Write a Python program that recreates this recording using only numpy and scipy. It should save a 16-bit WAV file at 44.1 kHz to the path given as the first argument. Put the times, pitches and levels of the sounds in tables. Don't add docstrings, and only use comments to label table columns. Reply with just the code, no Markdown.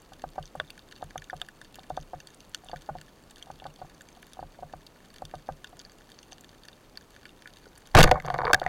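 import sys
import numpy as np
from scipy import signal
from scipy.fft import rfft, irfft
from scipy.io import wavfile

SR = 44100
rng = np.random.default_rng(int(sys.argv[2]) if len(sys.argv) > 2 else 0)


def gain_from_db(level_db):
    decades = np.asarray(level_db, float) / 20
    return 10 ** decades


def output_pcm(signal):
    pcm = np.clip(np.atleast_2d(signal).T, -1, 1) * 32767
    wavfile.write(sys.argv[1], SR, np.round(pcm).astype(np.int16))


N = 382788

# (frequency [Hz], level [dB], t60 [s])
BARREL_LOW_MODES = [(335, -13.5, 0.033), (503.5, -5.5, 0.05), (599, -10.5, 0.089), (731.6, 3.5, 0.033),
                    (865, 4.5, 0.0095)]
BARREL_HIGH_MODES = [(1050, -2.5, 0.013), (1215, 3.5, 0.025), (1390, 5, 0.0031), (1470, 0.5, 0.035),
                     (1748, 2.5, 0.013), (2242, -1, 0.014)]
# (frequency [Hz], level [dB], t60 [s])
WALL_MODES = [(390, 2.5, 0.019), (546, -4.5, 0.35), (630, 4.5, 0.092), (735, 11.5, 0.073)]
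LID_MODES = [(1320, -13.5, 0.017), (1464, -8, 0.044), (1740, 2.5, 0.016), (2350, -8, 0.016)]
PORT_MODES = [(2767, 2, 0.015), (3207, 6.5, 0.0085), (3632, 5.5, 0.013), (4530, 8, 0.0096),
              (5630, -10, 0.015)]
RIM_MODES = [(6244, 17, 0.0061), (7300, 16.3, 0.0027), (8910, 9.6, 0.0069), (10500, 13.2, 0.0022),
             (11800, 3.5, 0.0042), (13000, 9.7, 0.0027)]
# (frequency [Hz], level [dB], t60 [s])
SHELL_MODES = [(980, 0, 0.01), (1180, 6, 0.069), (1502, 0.5, 0.12)]
# (time [s], length [s], low barrel [dB], high barrel [dB], crack [dB])
BLOWS = [(7.942, 0.0074, -34, -41, -57), (7.9486, 0.0054, 8, 2.5, -27), (7.965, 0.018, 4.5, 7.5, -25),
         (7.986, 0.011, 8.5, -11.5, -4), (7.996, 0.024, -2.5, 3.5, -6), (8.028, 0.004, -15, -8.5, -3.5),
         (8.038, 0.0049, -7.5, -5, -8.5), (8.049, 0.013, -26, -35, -34), (8.058, 0.0073, -24, -25, -45),
         (8.073, 0.0083, -22, -15, -33), (8.112, 0.0027, -1.5, -10, -21.5), (8.12, 0.0046, -20, -40, -56),
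         (8.139, 0.01, -26, -45, -56), (8.152, 0.032, -23, -29.5, -63), (8.2, 0.0023, -42, -40, -44),
         (8.5315, 0.0029, -14, -13, -9.5), (8.5442, 0.0018, -22, -17, -15), (8.573, 0.019, -40, -39, -65)]
# (time [s], level [dB])
KICKS = [
    (7.954, -5),
    (8.001, -3.5),
    (8.118, -22),
    (8.441, -44),
    (8.536, -31),
]
# (time [s], level [dB], pitch [Hz], t60 [s])
THUMPS = [
    (7.905, -46, 27, .9),
    (7.9533, 10.5, 111, 0.052),
    (7.977, 0.5, 324, 0.067),
    (7.994, 10.5, 154.1, 0.071),
    (8.043, -12.5, 322, 0.053),
    (8.094, -17.5, 75, .1),
]
# (time [s], low barrel [dB], high barrel [dB], click [dB])
LINE_TICKS = [(8.222, -60, -48, -54), (8.247, -26, -38, -45), (8.253, -25.5, -40, -58),
              (8.263, -56, -35, -44), (8.282, -24, -27, -39.5), (8.3012, -30, -22.5, -36),
              (8.318, -39, -50, -63), (8.34, -26, -39, -54), (8.348, -25, -34, -43), (8.359, -26, -44, -59),
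              (8.381, -34, -52, -39), (8.387, -16.5, -27, -38.5), (8.395, -27, -34, -51),
              (8.405, -21, -36, -52), (8.417, -15, -29, -42), (8.433, -19, -43, -53),
              (8.444, -23, -29, -56), (8.452, -21, -23.5, -30.5), (8.468, -17, -20.5, -37),
              (8.4785, -19, -25, -43), (8.487, -25, -48, -46), (8.496, -23, -28, -47),
              (8.501, -15, -33, -49), (8.51, -19.5, -27, -43), (8.598, -39, -58, -35.5),
              (8.6154, -18, -36, -42), (8.631, -32, -36, -57), (8.639, -46, -38, -46),
              (8.6633, -42, -32, -41), (8.676, -35, -29, -48)]
# (time [s], level [dB])
LINE_PULL = [
    (8.0, -51),
    (8.07, -23),
    (8.105, -37),
    (8.13, -30.5),
    (8.22, -52),
    (8.26, -40),
    (8.47, -40),
    (8.56, -56.5),
    (8.68, -38.5),
]
# (time [s], level [dB], pitch [Hz])
TWANGS = [(8.2403, -44, 1110), (8.249, -34, 1110), (8.278, -24, 1070), (8.283, -35, 1210),
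          (8.3017, -22, 1130), (8.3216, -38, 1020), (8.34, -27, 1160), (8.3478, -25.5, 1160),
          (8.36, -28, 1110), (8.39, -22, 1100), (8.396, -25, 1050), (8.4064, -20, 1090),
          (8.4173, -17.5, 940), (8.4443, -19, 965), (8.4547, -17.5, 1040), (8.459, -20, 950),
          (8.4692, -17, 1040), (8.4786, -14.5, 1100), (8.496, -21, 1050), (8.5013, -16, 1140),
          (8.5104, -15, 1100), (8.6506, -31, 942), (8.631, -34, 1800), (8.6645, -17, 1980)]
# (time [s], level [dB], pitch [Hz], t60
# [s])
CLACKS = [(0.6008, -18, 1540, 0.013), (.6, -24.5, 3600, 0.013), (.606, -41, 1760, 0.026),
          (1.4164, -28, 1640, 0.01), (1.4161, -22, 3170, 0.0078), (1.4158, -33.5, 7700, .008),
          (1.416, -36.5, 740, 0.046), (2.5472, -34.5, 1380, 0.014), (2.5472, -25, 3140, 0.0099),
          (2.5472, -26.5, 4600, 0.012), (8.157, -23, 1145, 0.033), (8.2006, -29, 2100, 0.017),
          (8.202, -31, 1670, .016), (8.249, -30, 720, 0.055), (8.302, -21.5, 740, 0.071),
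          (8.36, -33, 700, 0.068), (8.452, -28.5, 450, 0.097), (8.48, -27, 492, 0.14),
          (8.534, -11, 720, 0.019), (8.5405, -13.5, 640, 0.017), (8.5327, 0.5, 1600, .02),
          (8.5327, -11, 2700, 0.017), (7.6685, -42, 460, .025), (8.5452, -4, 1717, 0.019),
          (8.619, -28.5, 1500, 0.02), (8.623, -31, 530, 0.05), (8.547, -17, 770, 0.042),
          (8.589, -36, 840, 0.03), (8.617, -23, 710, 0.023), (8.664, -18, 750, 0.044)]
# (time [s], wall [dB], hardness of upper modes [dB], bounce [dB], bounce delay [ms])
KNOCKS = [(0.1199, -40, -5, -16, 9.4), (0.2394, -23, -9, -32, 5.9), (0.359, -39.5, -10, -10, 7.1),
          (0.3805, -22.5, -11, -3.5, 5.1), (0.552, -28, -9, -5.5, 3.6), (0.5992, -28.5, -2.5, -7.5, 8),
          (1.0257, -25, -9, -34, 4.6), (1.157, -25.5, -6, -18, 4.1), (1.33, -27, -7.5, -3.5, 5.5),
          (1.4161, -41, 5, -11, 4.7), (1.7858, -37, -7, -12, 5.5), (1.903, -22.5, -12.5, -11.5, 6.6),
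          (1.9743, -21, -9, -30, 6.9), (2.1334, -27.5, -12, -2, 5.6), (2.6958, -37, -8, -9, 4.3),
          (2.7319, -26, -12.5, -2, 5.8), (2.8897, -24, -8.5, -1.5, 4.8), (2.9524, -30, -16, -4.5, 5.6),
          (3.5014, -30, -7.5, -24, 9.5), (3.621, -36.5, -13, -7, 6.8), (3.654, -30.5, -7, 1.5, 7.2),
          (3.816, -31, -10.5, -3.5, 5.4), (4.3916, -28, -13, -13, 4.1), (4.4274, -29, -14.5, -8, 7.2),
          (4.5893, -36.5, -27, -9, 5.3), (4.625, -33, -14, 3.5, 5.4), (4.7363, -28.5, -8, -29, 4.5),
          (5.221, -26.5, -12, -10, 3.7), (5.3384, -27, -9, -6.5, 6.6), (5.4887, -21.5, -10.5, -7.5, 7.6)]
KNOCK_HZ = [763, 730, 757, 727, 708, 607, 730, 738, 730, 727, 760, 728, 738, 728, 771, 727, 755, 730, 770,
            760, 754, 720, 753, 738, 675, 704, 734, 712, 712, 728]
# (time [s], wall [dB])
FAINT_KNOCKS = [(1.011, -43), (2.6365, -43), (2.66, -46), (3.47, -43), (3.484, -48), (3.79, -44), (3.847, -40.5),
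                (4.17, -45), (4.37, -40), (5.7292, -41), (6.3235, -42)]
# (time [s], low port [dB], lid [dB], high port [dB], 6 kHz rim [dB])
NEAR_SNAPS = [(0.1331, -43, -54, -54, -59), (0.4552, -52, -64, -43.5, -48), (0.5996, -28.5, -33, -48, -50),
              (0.6853, -55, -58, -60, -64), (0.703, -37.5, -49, -43, -56), (1.178, -29.5, -39.5, -56, -52),
              (1.2981, -44, -35, -58, -62), (1.3058, -42, -48, -47.5, -59), (1.4154, -29, -31, -35, -60),
              (1.486, -36.5, -43.5, -45, -54), (1.6143, -39, -46, -50, -51), (1.756, -44, -48, -52, -50),
              (1.945, -54, -53, -61, -62), (1.968, -42, -43, -45, -47), (2.0115, -59, -63, -61, -55),
              (2.202, -42, -45, -45, -56), (2.2713, -41.5, -53, -44, -48), (2.5463, -37, -36, -34, -40),
              (2.685, -36, -49, -51.5, -65), (2.7142, -44, -43, -49, -58), (3.4251, -38, -63, -53, -46.5),
              (3.459, -57, -57, -64, -71), (3.599, -38, -49, -65, -70), (4.0085, -42, -45.5, -62, -54.5),
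              (4.333, -37.5, -61, -48, -51.5), (5.252, -39, -49, -46.5, -54), (5.6436, -32, -42, -46, -51),
              (5.6695, -44, -59, -57, -64), (5.7927, -45, -50, -49, -39.5), (5.798, -37, -51, -44, -63),
              (5.8498, -51, -50, -43.5, -74), (5.985, -50, -61, -64, -69), (6.1884, -47, -52, -43.5, -51),
              (6.321, -40, -38.5, -64, -54), (6.329, -48, -58, -47, -50.5), (6.684, -38.5, -44, -42, -61),
              (6.955, -49, -48, -62, -61), (6.9728, -40.5, -42, -43.5, -64), (7.2537, -36.5, -37, -46, -75),
              (7.872, -41.5, -46, -62, -51)]
# (time [s], level [dB])
SPARKS = [(0.0186, -47.5), (0.133, -43), (0.22, -50), (0.302, -50), (0.5541, -43), (0.599, -53), (0.6, -44),
          (0.7037, -37.5), (0.7921, -52), (1.04, -43), (1.1768, -40), (1.2186, -52), (1.2406, -50),
          (1.2974, -44.5), (1.342, -48), (1.415, -35.5), (1.486, -43.5), (1.6145, -42.5), (1.6397, -55),
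          (1.7424, -57), (1.7554, -37), (1.8971, -47), (1.9669, -48), (2.2014, -43), (2.271, -42),
          (2.345, -46), (2.4942, -43), (2.546, -29.5), (2.6455, -45), (2.8195, -49), (3.0126, -45),
          (3.3084, -41.5), (3.3583, -51), (3.39, -50), (3.4246, -44), (3.5124, -52), (3.6406, -56),
          (4.008, -47), (4.0177, -40), (4.2244, -44), (4.2672, -46), (4.333, -40.5), (4.8643, -54),
          (5.1392, -45), (5.1614, -46), (5.252, -39.5), (5.3522, -52), (5.6432, -43), (5.693, -49),
          (5.9838, -52), (6.1175, -57), (6.319, -49), (6.4088, -41), (6.6817, -44), (6.973, -40.5),
          (7.1053, -48), (7.2534, -50), (7.4565, -60), (7.778, -41), (7.8715, -48)]
# (time [s], port [dB], lid [dB])
FAR_SNAPS = [(0.218, -34.5, -36), (0.4255, -32.5, -67), (0.7748, -40.5, -28.5), (0.9217, -31.5, -28),
             (0.961, -35, -32), (1.1057, -38, -26), (1.219, -35.5, -26), (1.3644, -35, -64),
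             (1.397, -37, -36), (1.7415, -30, -35.5), (1.897, -33.5, -51), (2.4032, -32.5, -48),
             (2.7587, -36, -25), (2.9835, -35.5, -31), (3.0118, -33, -28.5), (3.3573, -35, -51),
             (3.5134, -34, -36), (3.6401, -35, -27.5), (3.6657, -31.5, -42), (4.2268, -37, -29),
             (4.8644, -30.5, -53), (5.1814, -34.5, -33), (5.3515, -35, -62), (5.4687, -41, -39),
             (5.671, -36.5, -42), (6.117, -32.5, -50), (6.442, -35.5, -32), (7.1618, -39.5, -26),
             (7.456, -48, -21.5), (7.473, -33, -26)]
# (time [s], port [dB], lid [dB])
FAINT_SNAPS = [(0.194, -45, -45.5), (0.2888, -45, -62), (0.476, -39, -54), (0.7923, -41, -52),
               (1.0188, -42, -50), (1.041, -46, -53), (1.2408, -38.5, -55), (1.646, -40, -63),
               (1.793, -40, -60), (1.8332, -45, -43), (2.025, -42, -63), (2.338, -43, -64),
               (2.82, -64, -63), (3.3095, -42, -53), (3.39, -44, -65), (3.76, -40, -63), (3.8965, -46, -44),
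               (3.9784, -50, -59), (4.0865, -42.5, -44), (4.2672, -44.5, -54), (5.0475, -47.5, -63),
               (5.1028, -47, -59), (5.14, -40.5, -48), (5.161, -41, -46), (5.3118, -43, -45),
               (5.9186, -49, -50), (6.102, -47, -52), (6.229, -41, -51), (6.3816, -43, -47),
               (6.5141, -50, -62), (6.634, -39.5, -59), (7.23, -48, -51), (7.421, -40, -43),
               (7.536, -39, -57), (7.5682, -43, -61), (7.6557, -44, -45), (7.775, -49, -46)]
# (frequency [Hz], density [dB per Hz])
HISS_SPECTRUM = [(12, -40), (20, 6.5), (65, -3.5), (277, -3), (1220, -13), (1660, -19.5), (2530, -20),
                 (3630, -25), (4060, -23), (4540, -25.5), (5080, -26.5), (14300, -32.5), (16000, -34)]


def unit(x):
    return x / np.sqrt(np.mean(x ** 2))


def highpass(x, hz, order):
    return signal.sosfilt(signal.butter(order, hz, "highpass", fs=SR, output="sos"), x)


def band(lo_hz, hi_hz):
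    sos = signal.butter(3, [lo_hz, hi_hz], "bandpass", fs=SR, output="sos")
    return unit(signal.sosfilt(sos, rng.standard_normal(N)))


def curve(table):
    s, db = np.transpose(table)
    return gain_from_db(np.interp(np.arange(N) / SR, s, db, left=-200))


def jolt(s, db, rise_db_s, fall_db_s):
    t = np.arange(N) / SR - s
    return gain_from_db(db + np.minimum(rise_db_s * t, -fall_db_s * t))


def bursts(times_s, db, shapes):
    out = np.zeros(N + shapes.shape[1])
    for s, gain, shape in zip(times_s, gain_from_db(db), shapes):
        start = int(s * SR)
        out[start:start + len(shape)] += gain * shape
    return out[:N]


def contacts(length_s, sparse_db, size=2048):
    length_s = np.maximum(length_s, 1e-4)[:, None]
    t = np.arange(size) / SR
    shape = (len(length_s), size)
    spray = rng.standard_normal(shape) * gain_from_db(sparse_db * rng.exponential(size=shape))
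    spray = spray * np.minimum(t / (0.048 * length_s), 1) * np.exp(-(t / length_s) ** 3)
    return spray / np.sqrt(np.sum(spray ** 2, axis=1, keepdims=True))


def ring(x, modes):
    t = np.arange(4096) / SR
    response = np.zeros(len(t))
    for k, (hz, db, t60_s) in enumerate(modes):
        response += (-1) ** k * gain_from_db(db) * np.sin(2 * np.pi * hz * t) * 1000. ** (-t / t60_s)
    return signal.oaconvolve(x, response / np.max(np.abs(response)))[:N]


def patchy(times_s, db, spray, modes, spread_db):
    spots_db = spread_db * rng.standard_normal((len(modes), len(times_s)))
    top_db = max(mode[1] for mode in modes)
    out = np.zeros(N)
    for k, (hz, mode_db, t60_s) in enumerate(modes):
        r = 1000. ** (-1 / (t60_s * SR))
        w = 2 * np.pi * hz / SR
        force = (-1) ** k * bursts(times_s, db + mode_db - top_db + spots_db[k], spray)
        out += signal.lfilter([0, r * np.sin(w)], [1, -2 * r * np.cos(w), r * r], force)
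    return out


def strike(modes, t, detune):
    t = np.maximum(t, 0)
    rows = 0
    for hz, db, t60_s in modes:
        rows = rows + gain_from_db(db) * np.sin(2 * np.pi * hz * detune * t) * 1000. ** (-t / t60_s)
    rows = rows * np.minimum(t / 0.0012, 1)
    return rows / np.max(np.abs(rows), axis=1, keepdims=True)


def gun_blows():
    s, length_s, low_db, high_db, crack_db = np.transpose(BLOWS)
    spray = contacts(length_s, 2.82)
    groups = ((BARREL_LOW_MODES, low_db), (BARREL_HIGH_MODES, high_db),
              (PORT_MODES, crack_db), (RIM_MODES, crack_db - 0.5))
    return sum(ring(bursts(s, db + 4.0, spray), modes) for modes, db in groups)


def recoil():
    rise_db_s, release_s = 5000, KICKS[0][0]
    shudder = sum(jolt(s, db, rise_db_s, 463) for s, db in KICKS)
    bob = jolt(release_s, 3, rise_db_s, 71) * jolt(release_s + 0.072, 0, 0, 350)
    bob = bob + jolt(release_s, -46, rise_db_s, 0)
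    swing = np.sin(2 * np.pi * 20.0 * (np.arange(N) / SR - 7.963))
    rumble, drag = band(70.0, 195), band(121.4, 168)
    heave = gain_from_db(-6.0) * band(31.6, 84)
    return gain_from_db(-1) * curve(LINE_PULL) * (drag + heave) + shudder * (rumble + heave) + bob * swing


def thumps():
    s, db, hz, t60_s = np.transpose(THUMPS)[:, :, None]
    t = np.arange(6000) / SR
    return bursts(s[:, 0], db[:, 0], -np.sin(2 * np.pi * hz * t) * 1000. ** (-t / t60_s))


def line_ticks():
    s, low_db, high_db, click_db = np.transpose(LINE_TICKS)
    rim_db = click_db - 10 - 0.68 * (low_db + 32)
    spray = contacts(np.full(len(s), .0009), 4.4, size=512)
    groups = ((BARREL_LOW_MODES, low_db - 3.5), (BARREL_HIGH_MODES, high_db + 3.0),
              (PORT_MODES, click_db + 3.0), (RIM_MODES, rim_db + 7.0))
    return sum(ring(bursts(s, db, spray), modes) for modes, db in groups)


def line_scrape():
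    grit = rng.standard_normal(N) * gain_from_db(5.2 * rng.exponential(size=N))
    groups = ((BARREL_LOW_MODES, 3.0), (BARREL_HIGH_MODES, -3.5), (PORT_MODES, -17.0), (RIM_MODES, -23.0))
    return curve(LINE_PULL) * sum(gain_from_db(db) * unit(ring(grit, modes)) for modes, db in groups)


def twangs_and_clacks():
    twang_t60_s, rise_s = 0.015, 0.00057
    rows = [(*row, twang_t60_s) for row in TWANGS] + CLACKS
    s, db, hz, t60_s = np.transpose(rows)[:, :, None]
    t = np.arange(3000) / SR
    phase = 2 * np.pi * hz * t * (1 - 0.07 * np.minimum(t / t60_s, 2))
    pluck = np.sin(phase) * np.minimum(t / rise_s, 1) * 1000. ** (-t / t60_s)
    return bursts(s[:, 0] - .0006, db[:, 0] + 2.5, pluck)


def knocks():
    faint_hard_db, faint_bounce_db, faint_bounce_ms = -9, -8.5, 4.18
    faint_knocks = [(*row, faint_hard_db, faint_bounce_db, faint_bounce_ms) for row in FAINT_KNOCKS]
    s, wall_db, hard_db, bounce_db, bounce_ms = np.transpose(KNOCKS + faint_knocks)
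    bounce_s = (bounce_ms * 1e-3 + 1e-5 * rng.random(len(s)))[:, None]
    bounce = gain_from_db(bounce_db)[:, None]
    lead_s = .003
    s, t = s - lead_s, np.arange(6000) / SR - lead_s
    chance = rng.random((len(s), 5, 1))
    detune = 0.968 + 0.083 * chance[:, 3]
    wall_hz = 733
    landing = np.concatenate([np.array(KNOCK_HZ)[:, None] / wall_hz, detune[len(KNOCK_HZ):]])
    damping = gain_from_db(-13 * np.clip((t - .005 - bounce_s) / 0.0075, 0, 1))
    choke = gain_from_db(-1795 * np.clip(t - .0025, 0, .006))

    def tap_and_bounce(modes, spot):
        forerunner = 0.042 * strike(modes, t + 0.00153, spot)
        tap = choke * strike(modes, t, spot)
        return damping * (forerunner + tap + bounce * strike(modes, t - bounce_s, spot))

    late = t - .010 - bounce_s - 0.0043 * chance[:, 0]
    swell = np.clip(late / 0.011, 0, 1) * np.exp(-t / 0.02)
    overtone = 0.081 * np.sin(2 * np.pi * (200 + 90 * chance[:, 4]) * late)
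    thud = swell * (np.sin(2 * np.pi * 150 * late) + overtone)
    thud_db = -37.5 + 0.85 * (wall_db + 20 * np.log10(1 + gain_from_db(bounce_db)) + 20)
    heave = np.sin(2 * np.pi * (22 + 14 * chance[:, 1]) * t) * (np.abs(t) / 0.039) * np.exp(1 - t / 0.03)
    sway = np.sin(2 * np.pi * (55 + 35 * chance[:, 2]) * t) * (np.abs(t) / 0.017) * np.exp(1 - t / 0.015)
    heave_db = -46.0 + 0.85 * (wall_db + 24.5)
    return (bursts(s, wall_db + 1.37, tap_and_bounce(WALL_MODES, landing))
            + bursts(s, wall_db + hard_db - 2.0, tap_and_bounce(SHELL_MODES, detune))
            + bursts(s, thud_db + 10.0, thud)
            + bursts(s, heave_db, heave + 0.84 * sway))


def near_snaps():
    s, low_db, lid_db, high_db, rim_db = np.transpose(NEAR_SNAPS)
    spray = contacts(np.full(len(s), .0012), 6.2, size=1024)
    spray = spray + gain_from_db(-11.5) * contacts(np.full(len(s), .012), 2.4, size=1024)
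    *low_port, fourth, fifth = PORT_MODES
    groups = ((low_port, low_db - 1.5), (LID_MODES, lid_db + 1.5),
              ([fourth], high_db + 7.5), ([fifth, RIM_MODES[0]], rim_db + 11.5))
    return sum(patchy(s + 0.00018, db, spray, modes, spread_db=3.5) for modes, db in groups)


def sparks():
    s, db = np.transpose(SPARKS)
    spray = contacts(np.full(len(s), .0011), 4.3, size=512)
    spray = spray + gain_from_db(-5.0) * contacts(np.full(len(s), .005), 3.25, size=512)
    fizz = highpass(bursts(s + 0.00018, db - 19.0, spray), 9000, 2)
    return fizz + patchy(s + .00021, db, spray, RIM_MODES[1:], spread_db=3.5)


def far_snaps():
    far = FAR_SNAPS + [(s - .001, port_db + 5.0, lid_db + 14.0) for s, port_db, lid_db in FAINT_SNAPS]
    for place, luck in rng.random(size=(160, 2)):
        crowd_db = -53.5 - 5.5 * np.log(luck + 0.027)
        far.append((place * N / SR, crowd_db, -35.5 - 6 * abs(rng.standard_normal())))
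    s, port_db, lid_db = np.transpose(far)
    rim_db = -53.5 + 0.79 * (port_db + 37) + 3 * rng.standard_normal(len(s))
    s = s + 0.001112
    spray = contacts(0.00062 + 0.0029 * rng.random(len(s)) ** 2, 9.9, size=1024)
    lag = rng.integers(8, 60, len(s))
    spray = spray + 0.27 * np.array([np.roll(row, k) for row, k in zip(spray, lag)])
    spray = spray + gain_from_db(-12.5) * contacts(np.full(len(s), .012), 3.5, size=1024)
    fizz = highpass(bursts(s, rim_db - 8, spray), 9000, 2)
    groups = ((PORT_MODES, port_db - 10.0), (LID_MODES, lid_db - 14.5), (RIM_MODES, rim_db + 3.0))
    return fizz + sum(patchy(s, db, spray, modes, spread_db=1.94) for modes, db in groups)


def glints():
    place, luck = rng.random(size=(2, 220))
    spray = contacts(np.full(len(place), .0008), 4.0, size=128)
    return highpass(bursts(place * N / SR, -60 - 2 * np.log(luck + .03), spray), 4500, 1)


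def meadow():
    count = 2600
    s = rng.random(count) * N / SR
    loud_db = 3.6 * np.minimum(rng.exponential(size=count), 5)
    tint_db = 2.36 * rng.standard_normal((3, count))
    spray = contacts(np.full(count, .002), 5.2, size=256)
    groups = zip((LID_MODES, PORT_MODES, RIM_MODES), (-74, -70.5, -70.5), tint_db)
    return sum(patchy(s, db + loud_db + tint, spray, modes, spread_db=4.0) for modes, db, tint in groups)


def hiss():
    hz, db = np.transpose(HISS_SPECTRUM)
    colour = gain_from_db(np.interp(np.log(np.fft.rfftfreq(N, 1 / SR) + 1), np.log(hz), db))
    return gain_from_db(-56) * unit(irfft(rfft(rng.standard_normal(N)) * colour, N))


def scene():
    shot = gun_blows() + recoil() + thumps()
    line = line_ticks() + line_scrape() + twangs_and_clacks()
    shrimp = near_snaps() + sparks() + far_snaps() + glints()
    return (shot + line + knocks() + shrimp + meadow() + hiss())[None]


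def low_pass(x):
    return signal.sosfilt(signal.butter(12, 16480, fs=SR, output="sos"), x)


def record(dry):
    clip_level, top_hz = .33, 16000
    x = np.clip(dry, -clip_level, clip_level)
    x = x + 0.041 * highpass(dry - x, 400, 1)
    x = highpass(x, 1.5, 1)
    x = signal.sosfilt(signal.ellip(8, .2, 70, top_hz, fs=SR, output="sos"), x)
    return low_pass(x)


dry = scene()
out = record(dry)
output_pcm(out)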